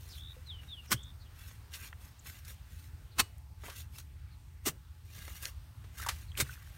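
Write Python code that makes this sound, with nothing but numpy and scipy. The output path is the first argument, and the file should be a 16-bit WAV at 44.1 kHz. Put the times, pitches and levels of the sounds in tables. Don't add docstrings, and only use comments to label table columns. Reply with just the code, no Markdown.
import sys
import numpy as np
from scipy import signal
from scipy.fft import rfft, irfft, next_fast_len
from scipy.io import wavfile
from scipy.ndimage import uniform_filter1d, map_coordinates

SR = 44100
rng = np.random.default_rng(int(sys.argv[2]) if len(sys.argv) > 2 else 0)


def transcribe(u):
    v = np.clip(np.atleast_2d(u).T, -1, 1)
    q = np.round(v * 32767).astype(np.int16)
    wavfile.write(sys.argv[1], SR, q)


N = 298557
TIME = np.arange(N) / SR


def amp(db):
    return 10 ** (np.asarray(db) / 20)


def unit(x):
    return x / np.sqrt(np.mean(x ** 2) + 1e-20)


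def even_out(x, size):
    return x / np.sqrt(uniform_filter1d(x ** 2, size=size) + 1e-9)


def read(points, hz):
    point_hz, db = np.transpose(points)
    return np.interp(np.log(hz + 1), np.log(point_hz + 1), db)


def colour(x, gain_at):
    size = next_fast_len(len(x))
    spectrum = rfft(x, size) * gain_at(np.fft.rfftfreq(size, 1 / SR))
    return unit(irfft(spectrum, size)[:len(x)])


def hump(hz, octaves):
    return lambda f: np.exp(-.5 * (np.log2((f + 1) / hz) / octaves) ** 2)


def resonances(modes, f):
    peaks = sum((amp(db) ** 2 - 1) / (1 + (2 * (f - hz) / width) ** 4) for hz, width, db in modes)
    return np.sqrt(np.maximum(1 + peaks, .1))


def drift(size, hz):
    return colour(rng.standard_normal(size), lambda f: np.exp(-(f / hz) ** 2))


def grains(size, per_s, spread_db, haze):
    happens = rng.random(size) < per_s / SR
    strength = amp(spread_db * np.minimum(rng.exponential(1, size), 4))
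    clicks = rng.choice([-1, 1], size) * happens * strength
    return unit(unit(clicks) + haze * rng.standard_normal(size))


def add(mix, s, sound):
    part = mix[max(round(s * SR), 0):][:len(sound)]
    part += sound[:len(part)]


def tone(hz, waver_hz):
    pitch = hz + waver_hz * drift(N, 8.6)
    return unit(np.sin(2 * np.pi * np.cumsum(pitch) / SR))


# (frequency [Hz], level per Hz [dB])
AIR_SPECTRUM = [(100, -12.5), (200, -1), (340, -8), (500, -11.5), (720, -11), (1100, -9), (1600, -10),
                (2900, -13), (4800, -17), (7500, -20), (8900, -16), (10300, -24), (12500, -18.5),
                (16000, -20.5)]


def open_air(patchy_db=3.0, count=12):
    hz, _, z = signal.stft(rng.standard_normal(N), SR, nperseg=1024)
    frames = np.arange(z.shape[1])
    centres = np.geomspace(200, 16000, count)
    swells = np.array([drift(len(frames), SR / 20) for _ in centres])
    band = np.interp(np.log(hz + 1), np.log(centres), np.arange(count))
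    patches = map_coordinates(swells, np.meshgrid(band, frames, indexing="ij"), order=1)
    calm = 1 / (1 + hz[:, None] / 5000)
    gain = amp(read(AIR_SPECTRUM, hz)[:, None] + patchy_db * calm * patches)
    return unit(signal.istft(z * gain, SR, nperseg=1024)[1][:N])


# (frequency [Hz], level per Hz [dB])
RUMBLE_SPECTRUM = [(22, -55), (31, -32), (41, -7.5), (60, 0), (85, -4), (108, -5), (130, -10.5),
                   (165, -18.5), (210, -37.5), (300, -33), (500, -83)]
# (time [s], level [dB])
RUMBLE_LEVEL = [(0, -49.5), (1.2, -49.5), (1.7, -52.5), (3.4, -49.5), (4.7, -51.5), (5.7, -50.5),
                (6.15, -46), (6.77, -49.5)]
# (time [s], level [dB])
AIR_LEVEL = [(0, -64), (.8, -64), (1.2, -64), (2.9, -64), (3.45, -66.5), (5, -67), (5.8, -64)]
# (time [s], level [dB])
WHINE_LEVEL = [(2.6, -85), (3.1, -79), (5.8, -85)]


def background(rumble_db=-1, hum_hz=79, hum_db=-6, whine_hz=856):
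    rumble = colour(rng.standard_normal(N), lambda f: amp(read(RUMBLE_SPECTRUM, f)))
    low = amp(rumble_db) * rumble + amp(hum_db) * tone(hum_hz, waver_hz=2.47)
    fluttering_low = low * amp(1.66 * drift(N, 16))
    whine = tone(whine_hz, waver_hz=7.07) * amp(1.8 * drift(N, 8.9))
    layers = [(fluttering_low, RUMBLE_LEVEL), (open_air(), AIR_LEVEL), (whine, WHINE_LEVEL)]
    return sum(sound * amp(np.interp(TIME, *np.transpose(level))) for sound, level in layers)


# (start [s], length [s], grit level [dB], crumbling earth level [dB])
STROKES = [(0.043, 0.14, -58.5, -68.5), (0.301, 0.098, -70, -68), (.62, 0.077, -68.5, -67.5),
           (0.844, .015, -62.5, -63), (1.395, 0.13, -59.5, -62.5), (1.746, 0.013, -45.5, -50.5),
           (1.806, 0.064, -53.5, -59), (2.02, .06, -61, -68.5), (2.267, 0.034, -51.5, -56.5),
           (2.335, 0.054, -60, -64), (2.482, .032, -51.5, -60.5), (2.718, .13, -62.5, -71),
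           (3.653, 0.076, -54, -54.5), (3.763, 0.046, -50.5, -59), (3.954, .052, -55.5, -67),
           (5.171, 0.21, -53.5, -59.5), (5.434, 0.048, -48, -54.5), (5.986, 0.052, -48, -57),
           (6.118, 0.11, -60.5, -65.5), (6.45, 0.092, -57, -62), (6.599, .16, -65, -69)]
# (frequency [Hz], level per Hz [dB])
GRIT_SPECTRUM = [(1500, -14), (2600, -4), (3900, -2), (4900, -6), (6500, -2), (7700, -6), (9500, -2.5),
                 (10600, -7), (13400, -1.5), (16000, -8)]
# (frequency [Hz], level per Hz [dB])
EARTH_SPECTRUM = [(150, 1), (300, -5), (550, -6.5), (820, -11.5), (1150, -3), (1600, -0.5), (2600, -2.5),
                  (3600, -11), (5500, -30)]
# (frequency [Hz], width [Hz], gain [dB])
PRESSED_BLADE = [(1124, 50, 5), (1577, 53, 8.5), (1983, 50, 8), (2720, 82, 6.5), (3520, 110, 4),
                 (4150, 55, 3.5), (4330, 93, 5), (5500, 160, 6), (6610, 150, 3), (9600, 150, 1)]


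def scrapes(judder_db=1.7, judder_hz=70):
    out = np.zeros(N)
    for s, length, grit_db, earth_db in STROKES:
        swell, stop = .011 + .22 * length, .014 + .18 * length
        t = np.arange(max(s - 4 * swell, 0), s + length + 4 * stop, 1 / SR) - s
        off_slide = np.maximum(-t, 0) / swell + np.maximum(t - length, 0) / stop
        speed = np.exp(-off_slide ** 1.07)
        grip = 1 + 0.031 * rng.standard_normal()
        fine = grains(len(t), 2600, 3, .9)
        coarse = grains(len(t), 700, 3.1, .6)
        grit = colour(fine, lambda f: amp(read(GRIT_SPECTRUM, f)) * resonances(PRESSED_BLADE, f * grip))
        earth = colour(coarse, lambda f: amp(read(EARTH_SPECTRUM, f)) * resonances(PRESSED_BLADE, f * grip))
        rubbing = amp(grit_db) * grit + amp(earth_db) * earth
        judder = amp(judder_db * drift(len(t), judder_hz))
        add(out, s + t[0], speed * rubbing * judder)
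    return out


def clods(x, colour_db=3.0, change_s=.035, patch_hz=260):
    z = signal.stft(x, SR, nperseg=512)[2]
    bins, frames = max(round(patch_hz * 512 / SR), 1), max(round(change_s * SR / 256), 1)
    across_pitch = uniform_filter1d(rng.standard_normal(z.shape), bins, axis=0)
    patches = unit(uniform_filter1d(across_pitch, frames, axis=1))
    recoloured = signal.istft(z * amp(colour_db * patches), SR, nperseg=512)[1][:N]
    return np.std(x) * unit(recoloured)


def song(hz, gain, waver_hz):
    pitch = hz + waver_hz * drift(len(hz), 685)
    return gain * np.sin(2 * np.pi * np.cumsum(pitch) / SR) * signal.windows.tukey(len(hz), .12)


# (start [s], length [s], level [dB], from [Hz], to [Hz])
CHIRPS = [(0.081, 0.11, -52.5, 5940, 3000), (0.867, .07, -56, 5960, 4740), (1.029, 0.013, -53, 8200, 6160),
          (1.197, .05, -61, 4500, 4020), (1.243, .045, -64, 3500, 2900), (1.785, .11, -54.5, 2650, 2250),
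          (2.19, 0.013, -54, 8000, 6400), (3.107, 0.045, -62.5, 4500, 3950),
          (4.303, 0.055, -66.5, 4400, 3960), (6.27, .05, -63, 4450, 3900)]


def chirp(start, length, db, from_hz, to_hz, hoarse=0.063):
    progress = np.linspace(0, 1, round(length * SR))
    hz = from_hz * (to_hz / from_hz) ** progress
    arch = abs(np.sin(np.pi * progress)) ** 0.77
    return start, song(hz, amp(db) * arch, waver_hz=hoarse * from_hz)


# (start [s], level before the throb [dB], fade [dB/s], final height [Hz])
TRILLS = [(0.164, -52.5, -2, 3703), (.948, -52, 41, 3590)]


def trill(start, db, fade, top_hz, flick_hz=66, quicken_hz_per_s=150, depth_hz=165, throb=0.76):
    t = TIME[:round(.178 * SR)]
    flick = 2 * np.pi * np.cumsum(flick_hz + quicken_hz_per_s * t) / SR
    climb = top_hz - 624 * np.exp(-t / .043)
    hz = climb + depth_hz * np.cos(flick)
    throbbing = 1 + throb * np.sin(flick)
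    gain = amp(db - fade * t) * signal.windows.tukey(len(t), .25) * throbbing
    return start, song(hz, gain, waver_hz=48)


def bubble(hz, t60, glide=0.069):
    t = TIME[:SR // 10]
    turns = np.cumsum(hz * (1 + glide * t / t60)) / SR
    return amp(-60 * t / t60) * (1 - np.exp(-t / 0.00028)) * np.sin(2 * np.pi * turns)


# (time [s], level [dB], pitch [Hz], time to fall 60 dB [s])
BUBBLES = [(.366, -51.5, 497, 0.089), (5.999, -35, 1330, 0.026), (6.028, -27, 1700, 0.0074),
           (6.064, -26.5, 1090, .018), (6.069, -29.5, 920, .035), (6.091, -25.5, 1126, 0.018),
           (6.318, -42.5, 3200, 0.017), (6.353, -33, 2440, 0.0066), (6.375, -28.5, 3000, 0.012),
           (6.494, -37, 1474, 0.041), (6.529, -44.5, 2500, .021)]
# (start [s], length [s], level [dB], fade [dB/s])
PATTERS = [(5.981, .14, -54, -2), (6.339, .36, -59, 10)]


def bubbles(drip_hz=1700, drip_octaves=0.21, drip_t60=0.014, size_db=16, count=100):
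    out = np.zeros(N)
    for s, db, hz, t60 in BUBBLES:
        add(out, s, amp(db) * bubble(hz, t60))
    for start, length, db, fade in PATTERS:
        for place, pitch, size in rng.random((count, 3)):
            hz = drip_hz * 2 ** (drip_octaves * np.log((pitch + .02) / (1.02 - pitch)) / 2)
            later = place * length
            drop_db = db - fade * later + size_db * size ** 2
            add(out, start + later, amp(drop_db) * bubble(hz, drip_t60))
    return out


# (start [s], loudest [s], break [s], end [s], level [dB], tail level [dB], top [Hz], bottom [Hz], half fall [s])
WHISTLES = [(0.456, 0.505, .582, 0.614, -41.5, -51.5, 4160, 2875, .053),
            (0.676, .735, .765, 0.816, -40.5, -48.5, 3774, 2500, .086)]


def whistle(start, loudest, gap, end, db, tail_db, top_hz, bottom_hz, fall_s, swell_db=8, swell_s=0.014):
    t = np.arange(start, end, 1 / SR)
    hz = bottom_hz + (top_hz - bottom_hz) / (1 + ((t - start) / fall_s) ** 3)
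    arches = abs(np.sin(np.pi * np.interp(t, [start, gap, end], [0, 1, 2]))) ** .65
    swell = swell_db * (1 - np.exp(-((t - loudest) / swell_s) ** 2))
    level = np.where(t < gap, db - swell, tail_db)
    return start, song(hz, amp(level) * arches, waver_hz=54.6)


def bursts(rows, rise_s=0.00019):
    out, t = np.zeros(N), TIME[:SR // 3]
    for s, db, hz, octaves, t60 in rows:
        shower = colour(grains(len(t), 6000, 1.8, 0.69), hump(hz, octaves))
        fade = amp(db - 60 * t / t60) * (1 - np.exp(-t / rise_s))
        add(out, s, even_out(shower, 256) * fade)
    return out


# (time [s], level [dB], centre
# [Hz], spread [octaves], time to fall 60 dB [s])
SNAPS = [(.471, -53.5, 4930, 1.4, 0.015), (1.512, -52, 1000, 1.3, .029), (1.737, -42.5, 4460, .79, 0.1),
         (1.9285, -37, 1650, 0.38, .015), (2.449, -50, 5500, 1.2, .048), (3.382, -53, 9200, .51, .014),
         (3.636, -47, 745, 1.04, 0.096), (3.683, -44, 940, 1.04, .07), (3.699, -42.5, 1400, 1.7, 0.058),
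         (3.984, -42, 4020, 2.1, 0.045), (5.279, -43.5, 915, 1.3, 0.037), (5.425, -40.5, 11000, .8, 0.053),
         (5.455, -24, 4000, .73, 0.0067)]


def snaps():
    return bursts(SNAPS)


# (edge enters [s], full bite [s], blade stalls [s], bite level [dB], entry level [dB], fall [dB/s], tilt [dB/octave])
CHOPS = [(0.91, 0.918, 0.93, -25, -11.5, 1104, 0.5), (3.187, 3.196, 3.203, -20.5, -11, 1251, -1.3),
         (4.659, 4.665, 4.686, -30, -4.5, 942, 1.7), (6.375, 6.402, 6.413, -26.5, -12, 1057, 1)]
# (frequency [Hz], width [Hz], gain [dB])
SLOTS = [
    [(1492, 52, 12), (1650, 64, 10), (1130, 150, 5.5), (2080, 210, 5.5), (3170, 270, 6), (5360, 140, 7)],
    [(1060, 65, 7.5), (1270, 150, 1.5), (668, 40, 12), (1990, 65, 4), (2600, 36, 11.5), (4450, 140, 10),
     (3980, 400, 4.5)],
    [(660, 96, 17), (795, 89, 12), (1220, 220, 4.5), (2040, 210, 4.5), (2760, 240, 6), (5850, 150, 7)],
    [(2180, 150, 9.5), (1490, 160, 3.5), (2430, 200, 4), (3660, 100, 7), (4180, 180, 6), (8300, 180, 7)],
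]
# (frequency [Hz], level per Hz [dB])
SOIL_SPECTRUM = [(150, -6.5), (500, -16), (750, -5.5), (1100, 3), (2200, 1.5), (4500, -0.5), (7000, 0),
                 (9500, 0), (10500, -6.5), (12000, -2), (15500, -4.5)]
# (frequency [Hz], level relative to the bite [dB], time to fall 60 dB [s])
STEEL = [(2930, -30, 0.28), (4500, -45, 0.17), (5870, -28, 0.088), (8300, -21, .13)]


def chop(row, slot, crumbs_db=-25, crumbs_t60=0.2, onset_s=0.0039, build_db=2):
    enter, bite, stall, db, entry_db, fall, tilt = row
    t = enter - .03 + TIME[:SR // 4]
    push_times = [t[0], enter - 2 * onset_s, enter, max(bite - .003, enter), bite]
    push_db = np.interp(t, push_times, [-48, entry_db - 22, entry_db, entry_db + build_db, 0])
    after = np.maximum(t - stall, 0)
    force = amp(push_db + np.maximum(-fall * after, crumbs_db - 60 * after / crumbs_t60))

    def soil_gain(f):
        return amp(read(SOIL_SPECTRUM, f) + tilt * np.log2((f + 100) / 3000)) * resonances(slot, f)

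    crunch = even_out(colour(grains(len(t), 9000, 2.6, .7), soil_gain), 400)
    age = np.maximum(t - bite, 0)
    ring = sum(amp(g - 60 * age / t60) * np.sin(2 * np.pi * hz * age) for hz, g, t60 in STEEL)
    return t[0], amp(db) * (force * crunch + ring)


# (time [s], thud level [dB], thud centre [Hz], thud length [s], rebound level [dB], rebound pitch [Hz])
BLOWS = [(0.923, -35.5, 290, 0.0084, -28, 126), (3.202, -42, 253, 0.012, -35, 100),
         (4.673, -31.5, 252, 0.0055, -37, 151), (6.404, -38.5, 290, 0.011, -27, 127)]


def blows(rebound_t60=0.081, thud_octaves=0.75, rebound_delay=.0205):
    out, t = np.zeros(N), TIME[:SR // 5]
    lag = t - t.mean()
    for s, db, hz, length, rebound_db, rebound_hz in BLOWS:
        thud = even_out(colour(rng.standard_normal(len(t)), hump(hz, thud_octaves)), 400)
        settling = 0.11 * (lag > 0) * np.exp(-abs(lag) / 0.045)
        add(out, s + lag[0], amp(db) * thud * (np.exp(-abs(lag) / length) + settling))
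        rebound = amp(rebound_db - 60 * t / rebound_t60) * np.sin(2 * np.pi * rebound_hz * t)
        add(out, s + rebound_delay, rebound)
    return out


# (time [s], level [dB], centre [Hz])
SPLASHES = [(5.84, -47, 805), (6.018, -38, 2300), (6.062, -31.5, 4000), (6.086, -19, 2200)]


def splashes(octaves=1.67, slap_t60=0.043, spray_db=-27.5, spray_hz=2700, spray_t60=.3):
    slaps = [(s, db, hz, octaves, slap_t60) for s, db, hz in SPLASHES]
    sprays = [(s, db + spray_db, spray_hz, octaves, spray_t60) for s, db, _ in SPLASHES]
    return bursts(slaps, rise_s=0.0045) + bursts(sprays, rise_s=0.0036)


def outdoors(x, wet_db, t60):
    t = TIME[:SR // 2]
    happens = rng.random(len(t)) < 2000 / SR
    echoes = rng.standard_normal(len(t)) * happens * amp(-60 * t / t60) * (t > .008)
    return x + amp(wet_db) * signal.oaconvolve(x, echoes / np.linalg.norm(echoes))[:N]


def scene():
    digging = blows() + clods(scrapes()) + snaps()
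    for row, slot in zip(CHOPS, SLOTS):
        add(digging, *chop(row, slot))
    bird = np.zeros(N)
    for call, rows in (chirp, CHIRPS), (trill, TRILLS), (whistle, WHISTLES):
        for row in rows:
            add(bird, *call(*row))
    pond = splashes() + bubbles()
    near = outdoors(digging, wet_db=-36, t60=0.51)
    water = outdoors(pond, wet_db=-12.5, t60=0.12)
    singing = outdoors(bird, wet_db=-15.0, t60=0.33)
    return (near + water + singing + background())[None]


EDGE_HZ = 15900


def record(dry):
    lowpass = signal.firwin(511, EDGE_HZ, window=("kaiser", 9), fs=SR)
    return signal.oaconvolve(dry, lowpass[None], "same")


dry = scene()
out = record(dry)
transcribe(out)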